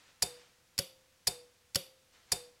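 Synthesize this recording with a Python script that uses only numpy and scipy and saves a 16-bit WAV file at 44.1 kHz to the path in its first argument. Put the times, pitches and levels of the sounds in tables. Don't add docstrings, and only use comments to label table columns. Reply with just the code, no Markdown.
import sys
import numpy as np
from scipy import signal
from scipy.fft import rfft, irfft
from scipy.io import wavfile

SR = 44100
rng = np.random.default_rng(int(sys.argv[2]) if len(sys.argv) > 2 else 0)


def decibels_to_gain(level_db):
    exponent = np.asarray(level_db, float) / 20
    return 10 ** exponent


def unload_audio(sound):
    columns = np.transpose(np.atleast_2d(sound))
    steps = np.round(np.clip(columns, -1, 1) * 32767)
    wavfile.write(sys.argv[1], SR, steps.astype(np.int16))


N = 114660


def drop_outs():
    # (time [s], level [dB])
    drops = [
        (.2222, 0),
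        (1.2705, -.5),
        (2.3183, 0),
    ]
    # (delay [ms], chatter rise [ms])
    delays = [(-2.5, 1.1), (0, 1.1), (2.2, .9), (4.6, .8), (7.9, .5), (11.5, 1.1), (17, 1.5)]
    # (case level [dB], panel level [dB])
    contacts = [(-46, -47.5), (-21.5, -40.5), (-29.5, -42.5), (-24.5, -44.5), (-26, -40.5), (-29.5, -63),
                (-53.5, -53)]
    # (frequency [Hz], level [dB], T60 [s])
    case = [(2620, -17, 0.019), (3430, -16, .02), (4387, -3.5, 0.026), (4689, 3.5, 0.013), (4830, 6, 0.011),
            (5326, -0.5, 0.017), (7106, -3.5, 0.026), (7620, -1.5, 0.0082), (8490, -7, 0.018),
            (9400, -3, 0.0069), (10985, -4, 0.01), (10560, -11, 0.026), (11900, -15.5, 0.015),
            (14700, -22, 0.0055)]
    # (frequency [Hz], level [dB], T60 [s])
    panel = [(46, -13, 0.17), (88, 3, 0.14), (135, -10.5, 0.27), (175.7, 3.5, 0.12), (252, -6, 0.024),
             (835, -14, 0.23), (954, 2, 0.061), (1074, -9, 0.088), (1520, -25, 0.013)]
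    # (frequency [Hz], level [dB], T60 [s], first swing [+1 or -1])
    springs = [(341.3, -53, .25, 1), (385.9, -48, .16, -1), (404.5, -35, .07, 1), (462.9, -53, .27, -1),
               (486.4, -47.5, .62, -1), (489.9, -47.5, .64, 1), (508.5, -47, .24, 1), (533.1, -38, .1, 1),
               (556.5, -46, .14, 1), (720.5, -35, .11, 1), (758.8, -43, .1, 1)]
    # (frequency [Hz], level [dB], T60 [s], first swing [+1 or -1])
    blades = [(3560, -52, .38, 1), (3598, -42, .14, -1), (3649, -44, .3, 1), (3672, -53, .33, 1),
              (4565, -56, .25, 1), (4765, -54, .3, -1), (4880, -54, .3, 1), (4960, -56, .3, -1),
              (8455, -51, .17, 1), (9340, -53, .16, 1)]
    # (frequency [Hz], level [dB])
    tail = [(300, -25.5), (1400, -20.5), (2900, -19), (3500, -26), (4800, -18.5), (6200, -24),
            (8800, -12.5), (11500, -20.5), (16000, -40)]
    return relay(drops, delays, contacts, case, panel, springs + blades, .005, tail)


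def pull_ins():
    # (time [s], level [dB])
    pulls = [
        (.7794, -1),
        (1.7474, 0),
    ]
    # (delay [ms], chatter rise [ms])
    delays = [(-2.4, 1.1), (0, .65), (8.3, .75), (11.2, .5), (14.5, .9), (20.5, 1.2)]
    # (case level [dB], panel level [dB])
    contacts = [(-57, -71.5), (-31.5, -53), (-22, -31.5), (-22.5, -39), (-33, -41.5), (-49, -50.5)]
    # (frequency [Hz], level [dB], T60 [s])
    case = [(1512, -8, 0.022), (2020, -16, 0.0043), (3010, -14.5, 0.03), (3093, -15.5, 0.019),
            (3840, -3, 0.0061), (4362, 3.5, 0.0082), (4880, 9, 0.0098), (5490, 0.5, 0.017),
            (6260, -7.5, 0.015), (6740, -1, 0.0087), (8020, -7, 0.013), (9300, -4, 0.003),
            (10810, 0.5, 0.0065), (11850, -2.5, 0.0073)]
    # (frequency [Hz], level [dB], T60 [s])
    panel = [(50, -8, 0.046), (105.3, 4, 0.064), (143, -7, 0.11), (178.7, -9, .14), (228, 3.5, 0.038),
             (880, -8, .04), (1000, -14.5, 0.026), (1350, -28, .03)]
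    # (frequency [Hz], level [dB], T60 [s], first swing [+1 or -1])
    springs = [(341.5, -60, .32, -1), (390.5, -42, .12, -1), (476.5, -44, .13, -1), (492.7, -46, .18, -1),
               (523.3, -52, .72, 1), (528.5, -57, .3, 1), (541, -44, .23, 1), (560, -32, .095, -1),
               (617.5, -54, .05, -1), (721.9, -44, .1, 1), (762.5, -60, .25, 1)]
    # (frequency [Hz], level [dB], T60 [s], first swing [+1 or -1])
    blades = [(3232, -53, .22, 1), (3420, -58, .3, 1), (3564, -58, .4, -1), (3740, -50, .18, 1),
              (4716, -55, .28, 1), (4870, -56, .3, -1), (4965, -57, .28, 1), (9390, -54, .17, 1),
              (11270, -55, .18, 1)]
    # (frequency [Hz], level [dB])
    tail = [(300, -24.5), (1400, -27.5), (2600, -17.5), (3500, -15.5), (4800, -23.5), (7500, -23.5),
            (11400, -16.5), (13000, -22.5), (16000, -47)]
    return relay(pulls, delays, contacts, case, panel, springs + blades, .0083, tail)


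def relay(events, delays, contacts, case, panel, singers, spring_delay_s, tail):
    chatter = contact_chatter(events, delays, contacts)
    push = armature_push(events, delays, contacts)
    pluck = np.zeros(N)
    for start, db in events:
        pluck[int((start + spring_delay_s) * SR)] = decibels_to_gain(db)

    case_sound = convolve(chatter, ring(case, rise_s=0.0001))
    panel_sound = convolve(push, ring(panel, rise_s=0.0041))
    direct = case_sound + contact_crack(chatter) + panel_sound

    far = decibels_to_gain(-19.5) * room_tail(tail)
    boxed = signal.fftconvolve(far, ring(case, rise_s=0.00054))[:len(far)]
    after = far + decibels_to_gain(-27) * boxed + ring(singers, rise_s=.004)
    return direct + convolve(pluck, after)


def contact_chatter(events, delays, contacts):
    habit_share = .9
    t = np.arange(N) / SR
    chatter = np.zeros(N)
    habit = rng.standard_normal(N)
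    for start, db in events:
        repeated = np.sqrt(habit_share) * np.roll(habit, int(start * SR))
        grit = repeated + np.sqrt(1 - habit_share) * rng.standard_normal(N)
        for (delay_ms, rise_ms), (case_db, _) in zip(delays, contacts):
            u = np.clip((t - start) * 1000 - delay_ms, 0, 99) / rise_ms
            burst = u * np.exp(-u) / np.sqrt(rise_ms * SR / 4000)
            chatter += grit * decibels_to_gain(db + case_db) * burst
    return chatter


def armature_push(events, delays, contacts):
    push_s = 0.00013
    t = np.arange(N) / SR
    push = np.zeros(N)
    for start, db in events:
        for (delay_ms, _), (_, panel_db) in zip(delays, contacts):
            v = (t - start - delay_ms / 1000) / push_s
            push += decibels_to_gain(db + panel_db) * np.exp(-v ** 2) / (push_s * SR * np.sqrt(np.pi))
    return push


def contact_crack(chatter):
    band = signal.butter(1, [2200, 10700], "band", fs=SR, output="sos")
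    return signal.sosfilt(band, chatter) * decibels_to_gain(-2.5) * 10


def ring(modes, rise_s):
    t = np.arange(SR // 2) / SR
    out = np.zeros(len(t))
    for k, (hz, db, t60, *swing) in enumerate(modes):
        direction = swing[0] if swing else (-1) ** k
        out += direction * decibels_to_gain(db - 60 * t / t60) * np.sin(2 * np.pi * hz * t)
    return out * (1 - np.exp(-t / rise_s))


def convolve(force, response):
    return signal.fftconvolve(force, response)[:N]


def room_tail(colour):
    # (frequency [Hz], T60 [s])
    room_t60 = [(100, 0.32), (500, 0.73), (1500, 0.29), (4000, 0.42), (9000, 0.29), (16000, 0.29)]
    onset_s = .008
    t = np.arange(SR // 2) / SR
    out = np.zeros(len(t))
    for hz in 150 * 2 ** (np.arange(28) / 4):
        edges_hz = [hz / 2 ** .125, hz * 2 ** .125]
        band_filter = signal.butter(2, edges_hz, "band", fs=SR, output="sos")
        band = signal.sosfilt(band_filter, rng.standard_normal(len(t)))
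        out += band * decibels_to_gain(curve(colour, hz) - 60 * t / curve(room_t60, hz))
    return out * (1 - np.exp(-(t / onset_s) ** 2))


def cloth_rustle():
    # (peak time [s], rise [s], fall [s], level [dB])
    rustles = [
        (.0, .01, 0.077, -66.5),
        (0.102, 0.069, 0.032, -66.5),
        (0.418, 0.18, 0.09, -62.5),
        (2.147, 0.023, 0.13, -64),
        (2.3, 0.025, 0.18, -69.5),
    ]
    # (frequency [Hz], spectral level [dB])
    cloth = [(200, -3.5), (800, 1), (2000, 3), (4500, 0), (8000, -7), (16000, -49)]
    t = np.arange(N) / SR
    swell = np.zeros(N)
    for peak, rise, fall, db in rustles:
        before = np.exp(-((t - peak) / rise) ** 2)
        after = np.exp(-np.abs(t - peak) / fall)
        swell += decibels_to_gain(db) * np.where(t < peak, before, after)
    return swell * coloured_noise(cloth)


def coil_whine():
    # (frequency [Hz], level [dB])
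    whine = [(490, -83), (524, -85)]
    t = np.arange(N) / SR
    return sum(decibels_to_gain(db) * np.sin(2 * np.pi * hz * t) for hz, db in whine)


def workshop_hiss():
    # (frequency [Hz], spectral level [dB])
    hiss_colour = [(25, -7.5), (92, -0.5), (400, -12.5), (800, -11.5), (1740, -10), (6000, -12.5),
                   (11000, -18.5), (16000, -24)]
    return decibels_to_gain(-69) * coloured_noise(hiss_colour)


def coloured_noise(colour):
    hz = np.arange(N // 2 + 1) * SR / N
    x = irfft(rfft(rng.standard_normal(N)) * decibels_to_gain(curve(colour, hz)), N)
    return x / np.std(x)


def curve(table, hz):
    points = np.array(table, float)
    return np.interp(np.log(hz + 1), np.log(points[:, 0]), points[:, 1])


def scene():
    switching = drop_outs() + pull_ins()
    background = workshop_hiss() + cloth_rustle() + coil_whine()
    return (switching + background)[None]


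def band_limit(x):
    return signal.sosfilt(signal.butter(12, 16800, fs=SR, output="sos"), x)


def record(dry):
    low_pass = signal.ellip(6, .3, 30, 15900, fs=SR, output="sos")
    mix = signal.sosfilt(low_pass, dry)
    return band_limit(mix)


dry = scene()
out = record(dry)
unload_audio(out)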